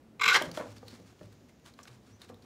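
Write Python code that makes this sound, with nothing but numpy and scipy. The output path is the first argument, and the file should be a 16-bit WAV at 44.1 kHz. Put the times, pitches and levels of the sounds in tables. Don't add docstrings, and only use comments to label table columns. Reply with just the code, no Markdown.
import sys
import numpy as np
from scipy import signal
from scipy.fft import rfft, irfft, next_fast_len
from scipy.io import wavfile
from scipy.ndimage import map_coordinates

SR = 44100
rng = np.random.default_rng(int(sys.argv[2]) if len(sys.argv) > 2 else 0)


def master(y):
    cut = np.clip(np.atleast_2d(y).T, -1, 1)
    pcm = np.round(cut * 32767)
    wavfile.write(sys.argv[1], SR, pcm.astype(np.int16))


def gain_from_decibels(decibels):
    exponent = np.asarray(decibels, float) / 20
    return 10 ** exponent


N = 108045


def unit(x):
    return x / np.sqrt(np.mean(x ** 2) + 1e-20)


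def along(points, hz):
    f, v = np.transpose(points)
    return np.interp(np.log(hz + 1), np.log(f + 1), v)


def wobble(rate):
    knots = rng.standard_normal(int(N * rate / SR) + 4)
    return map_coordinates(knots, [np.arange(N) * rate / SR])


def filtered(x, response):
    m = next_fast_len(N + SR // 2)
    return irfft(rfft(x, m) * response(np.fft.rfftfreq(m, 1 / SR)), m)[..., :N]


def peak(f, hz, width):
    return 1j * f * width / (hz * hz - f * f + 1j * f * width)


def coloured(x, spectrum):
    return unit(filtered(x, lambda hz: gain_from_decibels(along(spectrum, hz))))


def bump(s, half):
    return np.exp(-.5 * ((np.arange(N) / SR - s) / half) ** 2)


def glide(s, half, hz0, hz1, waver):
    hz = np.interp(np.arange(N) / SR, [s - half, s + half], [hz0, hz1]) * (1 + waver)
    return bump(s, half * .7) * np.sin(2 * np.pi * np.cumsum(hz) / SR)


# f/Hz, t60/s
ROOM_DECAY = [(100, 0.51), (300, 0.47), (1000, 0.26), (4000, 0.25), (12000, 0.14)]


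def room(x):
    delay_s = .006
    hz, t, z = signal.stft(rng.standard_normal(SR), SR, nperseg=256)
    decay = gain_from_decibels(-60 * t / along(ROOM_DECAY, hz)[:, None])
    tail = signal.istft(z * decay, SR, nperseg=256)[1]
    late = np.pad(x, (int(delay_s * SR), 0))
    return signal.fftconvolve(late, tail / np.linalg.norm(tail))[:N]


# f/Hz, level/dB per Hz
HUM_COLOUR = [(15, -57.5), (55, -3), (189, -8), (222, -3), (299, -9.5), (527, -15.5), (857, -23.5),
              (1010, -25), (15800, -48)]
# f/Hz, level/dB per Hz
CLOTH_COLOUR = [(600, -31), (1500, -2.5), (7000, 0.5), (8500, -19.5), (15500, -12.5)]


def air():
    t = np.arange(N) / SR
    hum_db = -57.5 + wobble(7.58)
    hum = gain_from_decibels(hum_db) * coloured(rng.standard_normal(N), HUM_COLOUR)
    stirred = np.clip((t - 0.195) / .1, 0, 1)
    cloth_db = -69 - 3.5 * t + 0.6 * wobble(25)
    return hum + stirred * gain_from_decibels(cloth_db) * coloured(rng.standard_normal(N), CLOTH_COLOUR)


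# t/s, f/Hz, t60/s, level/dB
ROOM_BOOMS = [
    (.27, 125, 0.54, -44),
    (.43, 120, 0.55, -43.5),
    (.66, 104.3, 0.42, -37.5),
    (0.839, 104.9, 0.37, -41.5),
    (1.012, 105.4, 0.36, -44.5),
    (1.229, 105.8, 0.47, -41.5),
    (1.89, 122.7, 0.4, -42.5),
    (2.1, 104.2, 0.37, -44.5),
    (2.27, 102.5, 1, -51.5),
]


def booms():
    t, rise_s = np.arange(N) / SR, .03
    out = np.zeros(N)
    for s, hz, t60, db in ROOM_BOOMS:
        since = np.clip(t - s, 0, None)
        swell = gain_from_decibels(db - 60 * since / t60) * (1 - np.exp(-since / rise_s))
        out += swell * np.sin(2 * np.pi * hz * t)
    return gain_from_decibels(1.46 * wobble(33)) * out


def paper_grains():
    grains_per_s, spread_db = 1500, 4
    struck = rng.random(N) < grains_per_s / SR
    strength = gain_from_decibels(spread_db * np.minimum(rng.exponential(size=N), 2))
    return unit(struck * strength * rng.choice([-1, 1], size=N))


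# middle t/s, half length/s, level/dB
RUSTLE_SWELLS = [(0.424, 0.021, -46.5), (0.484, 0.02, -57.5), (0.559, 0.017, -52), (0.596, 0.032, -55),
                 (0.702, 0.034, -60.5), (0.774, 0.011, -60), (0.916, 0.05, -60.5), (0.971, 0.0097, -70),
                 (1.09, 0.043, -66.5), (1.235, 0.038, -68), (1.331, 0.02, -69.5), (1.496, 0.01, -69.5),
                 (1.676, 0.018, -56.5), (1.798, 0.011, -65), (1.881, 0.0068, -61), (1.936, 0.019, -65.5),
                 (1.862, 0.063, -68), (2.09, 0.045, -68), (2.231, 0.022, -61), (2.296, 0.0094, -59.5),
                 (2.446, .015, -71)]
# f/Hz, level/dB per Hz
PAPER_COLOUR = [(350, -38.5), (600, -5), (1120, 1), (3330, -5), (4200, -4), (4880, -5.5), (7640, -9),
                (15500, -24)]


def bedding():
    rub = paper_grains() + 0.56 * rng.standard_normal(N)
    paper = coloured(rub, PAPER_COLOUR) * gain_from_decibels(2.3 * wobble(90))
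    return paper * sum(gain_from_decibels(db) * bump(s, half) for s, half, db in RUSTLE_SWELLS)


def claw_scrape():
    grit = paper_grains() + rng.standard_normal(N)
    scrape = unit(filtered(grit, lambda f: peak(f, 4300, 500)))
    return gain_from_decibels(-61) * bump(.903, .028) * scrape


# start f/Hz, end f/Hz
SQUEAK_SLIDE = (5700, 6200)


def plunger_squeak():
    return gain_from_decibels(-66.5) * glide(2.14, .025, *SQUEAK_SLIDE, 0.033 * wobble(400))


# t/s, peak level/dB
CLICK_EVENTS = [(0.3094, -23), (0.4224, -25), (0.5145, -34.5), (0.5735, -28.5), (0.7043, -49.5),
                (0.7706, -57), (0.7823, -45), (0.8816, -39), (1.193, -50.5), (1.2309, -52.5), (1.3256, -54),
                (1.491, -55.5), (1.5975, -58), (1.6602, -45), (1.738, -48.5), (1.7889, -46), (1.8304, -43),
                (1.8536, -47), (2.2163, -39), (2.2905, -48), (2.3438, -48), (2.4213, -54.5)]
CLICK_TONES = [5000, 3450, 4500, 3304, 4500, 4210, 4500, 4160, 2640, 2730, 3870, 2053, 3067, 3650, 4000,
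               3400, 6000, 3590, 3770, 3000, 4000, 4330]
CLICK_DECAYS = [.006, 0.0082, 0.011, 0.015, .015, 0.0086, 0.012, 0.013, 0.012, 0.014, 0.00997, 0.031,
                0.0077, .008, 0.017, 0.018, 0.031, 0.0067, 0.019, 0.022, 0.0064, 0.045]


def clicks():
    q, rise_share, snap_db = 6, .04, -19
    out, t = np.zeros(N + SR), np.arange(SR // 40) / SR
    for (s, db), hz, t60 in zip(CLICK_EVENTS, CLICK_TONES, CLICK_DECAYS):
        a, b = rng.standard_normal((2, len(t)))
        tick = 1.4 * signal.lfilter(*signal.iirpeak(hz, q, SR), a)
        tick += gain_from_decibels(snap_db) * signal.lfilter([1], [1, -.5], b)
        tick *= gain_from_decibels(-60 * t / t60) * (1 - np.exp(-t / (rise_share * t60)))
        out[round(s * SR):][:len(t)] += gain_from_decibels(db) * tick / abs(tick).max()
    return out[:N]


# t/s, peak level/dB, main f/Hz
KICK_EVENTS = [(0.266, -34.5, 207), (.348, -33, 400), (.372, -33, 360), (.414, -23.5, 650),
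               (.432, -33, 255), (.445, -35.5, 524), (.462, -38, 600), (0.472, -31.5, 175),
               (0.491, -37.5, 485), (0.515, -39.5, 560), (.5745, -23.5, 602), (0.587, -46, 520),
               (0.595, -35, 936), (.6005, -31, 622), (.601, -34.5, 229), (0.6059, -32, 481),
               (.611, -32, 1065), (.620, -39.5, 720), (0.633, -48, 576), (.646, -46, 630), (.656, -42, 580),
               (.668, -39.5, 513), (.829, -39, 512), (0.929, -39.5, 226), (0.999, -41, 197),
               (1.126, -52, 692), (1.211, -39, 598), (1.216, -38, 189), (1.7896, -37.5, 1154),
               (1.8545, -47.5, 1530), (1.89, -51, 470), (2.05, -56, 470), (2.298, -38.5, 502),
               (2.311, -45, 299), (2.32, -47.5, 451)]
# multiple of main f, level/dB
WALL_MODES = [(.55, -10), (1, 0), (1.5, -3), (1.9, -6), (2.3, -2), (3.0, -7)]


def kicks():
    cycles, rise_s = 16, .001
    out, t = np.zeros(N + SR), np.arange(SR // 4) / SR
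    for s, db, hz in KICK_EVENTS:
        ring = np.zeros(len(t))
        for k, level in WALL_MODES:
            a, b = rng.standard_normal(2)
            fade = gain_from_decibels(level + 2 * a - 60 * t * hz * k / cycles)
            ring += fade * np.sin(2 * np.pi * hz * k * (1 + 0.036 * b) * t)
        ring *= 1 - np.exp(-t / rise_s)
        out[round(s * SR):][:len(t)] += gain_from_decibels(db) * ring / abs(ring).max()
    return out[:N]


# f/Hz, width/Hz, level/dB
THROAT_CLOSED = [(1042, 117, -6.5), (1400, 68, -18), (2140, 100, -0.5), (2630, 283, -7), (3310, 180, -10.5),
                 (4000, 71, -6), (5160, 1300, -25), (7640, 380, -20), (11050, 1500, -34)]
# f/Hz, width/Hz, level/dB
THROAT_HALF = [(1170, 100, -6), (1510, 90, 0), (2150, 250, -15), (2700, 300, -17), (3500, 400, -13),
               (4000, 200, -13), (5000, 900, -19), (7500, 1500, -26), (11500, 2500, -35)]
# f/Hz, width/Hz, level/dB
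THROAT_OPEN = [(940, 306, -4), (1240, 296, 0.5), (1535, 334, 0), (2130, 340, -2), (3164, 247, -6.5),
               (4090, 440, -9.5), (5000, 1010, -10.5), (6870, 3960, -20.5), (13150, 4100, -29)]
THROAT_NOTCH = (.95, .3, 0)
# f/Hz, width/Hz, level/dB
CROP_CAVITY = (497, 215, -7.5)


def throat(source, beak):
    cut = 693
    hz, width, db = CROP_CAVITY
    out = gain_from_decibels(db) * filtered(source * (0.98 + beak), lambda f: peak(f, hz, width) ** 2)
    throats = (THROAT_CLOSED, THROAT_HALF, THROAT_OPEN)
    for k, (modes, notch) in enumerate(zip(throats, THROAT_NOTCH)):
        def shape(f):
            ring = sum((-1) ** j * gain_from_decibels(db) * peak(f, c, w) for j, (c, w, db) in enumerate(modes))
            low_cut = (1j * f / (cut + 1j * f * 1.126 - f * f / cut)) ** 2 * (f / cut) ** 2
            notches = (1 - notch * peak(f, 9200, 1100)) * (1 - .8 * peak(f, 13100, 700))
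            return ring * low_cut * notches

        gain = np.sqrt(np.mean(np.abs(shape(np.linspace(1, SR / 2, num=2000))) ** 2))
        share = np.sqrt(np.clip(1 - abs(beak - k), 0, 1))
        out += filtered(source * share, shape) / gain
    return out


def soften(pulses):
    return filtered(pulses, lambda f: 1 / (1 + 1j * f / 4500) ** 2)


# t/s, f/Hz, effort level/dB, breath share 0-1, beak opening 0-2
SQUAWK = [
    (0.195, 375.3, -48, 1, 0.2),
    (0.1974, 373.7, -37.5, 0, 0.051),
    (0.215, 375.9, -28, 0.41, 0.34),
    (.27, 384.8, -22.5, 0.24, 0.5),
    (0.287, 387.7, -19.5, 0.63, 0.23),
    (0.315, 372, -26.5, 0.02, 0.57),
    (0.347, 398.4, -22, 0.6, 1.95),
    (0.368, 408, -22, 1, 1.83),
    (.388, 403, -44, 0.8, 2),
]
# middle t/s, half length/s, start f/Hz, end f/Hz, level/dB
CLEAR_TONES = [
    (.3135, .005, 1130, 1200, -21),
    (.324, .007, 1400, 1540, -19),
    (.339, .007, 1490, 1570, -18.5),
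    (.356, .007, 2050, 2150, -23),
    (.368, .009, 1550, 1680, -21),
]
# multiple of pitch, level/dB over effort
TRILL_WHISTLE = [(3, -3), (6, -3.5)]
# t/s, level/dB
MEMBRANE_SLAPS = [
    (.3448, 2),
    (.3474, 1),
    (.351, 3),
    (.3545, 0),
    (.3572, 2),
    (.36, 1),
    (.364, 3),
    (.3695, 0),
    (.373, 0),
    (.378, -6),
]


def chick():
    t = np.arange(N) / SR
    s, *cols = np.transpose(SQUAWK)
    hz, effort_db, breath, beak = [np.interp(t, s, c) for c in cols]
    breath, beak = np.clip(breath, 0, .65), np.clip(beak, 0, 2)
    on = (t > s[0]) & (t < s[-1])

    trilling = 1 / (1 + np.exp((t - .292) / .005))
    phase = 2 * np.pi * 44.5 * (t - .2174)
    bend = .045 * np.sin(phase)
    gate = (np.tanh(3.5 * (np.cos(phase) + .42)) - 1) / 2
    first_gap = 1 + 1.3 * np.exp(-abs(t - s[1]) / .011)
    trill_db = 11 * trilling * first_gap * gate

    turns = np.cumsum(hz * (1 + .035 * wobble(200) + trilling * bend)) / SR
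    at = np.flatnonzero(np.diff(np.floor(turns)))
    pulses = np.zeros(N)
    pulses[at] = gain_from_decibels((1.5 + beak[at]) * rng.standard_normal(len(at)))
    pulses = soften(unit(pulses))
    puffs = unit(rng.standard_normal(N) * (1.7 + np.exp(-3 * (turns % 1))))
    source = np.sqrt(1 - breath) * pulses + np.sqrt(breath) * puffs
    source *= gain_from_decibels(effort_db + trill_db + 1.3 * wobble(163.8)) * on

    slaps = np.zeros(N)
    for slap_s, db in MEMBRANE_SLAPS:
        slaps[round(slap_s * SR)] = gain_from_decibels(db)
    source += soften(slaps)

    low_db = -19 + effort_db - 4.3 * beak + 1.8 * wobble(48)
    out = gain_from_decibels(low_db) * on * np.sin(2 * np.pi * 1.2 * turns)
    for *path, db in CLEAR_TONES:
        out += gain_from_decibels(db + 3 * wobble(130)) * glide(*path, .02 * wobble(250))
    steady = np.cumsum(hz * (1 + .01 * wobble(120) + bend)) / SR
    for k, db in TRILL_WHISTLE:
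        level = gain_from_decibels(db + effort_db + trill_db + 0.91 * wobble(150)) * on * trilling
        out += level * np.sin(2 * np.pi * k * steady)
    return out + throat(source, beak)


def scene():
    background = air() + booms()
    small = bedding() + claw_scrape() + plunger_squeak() + clicks()
    knock, voice = kicks(), chick()
    echo = gain_from_decibels(-11.5) * room(voice + small) + gain_from_decibels(-6.5) * room(knock)
    return (background + small + knock + voice + echo)[None]


def band_limit(x):
    return signal.sosfilt(signal.butter(12, 16370, fs=SR, output="sos"), x)


def record(dry):
    mix = filtered(dry, lambda hz: (hz < 15700) * (1j * hz / (45 + 1j * hz)) ** 3)
    return band_limit(mix)


dry = scene()
out = record(dry)
master(out)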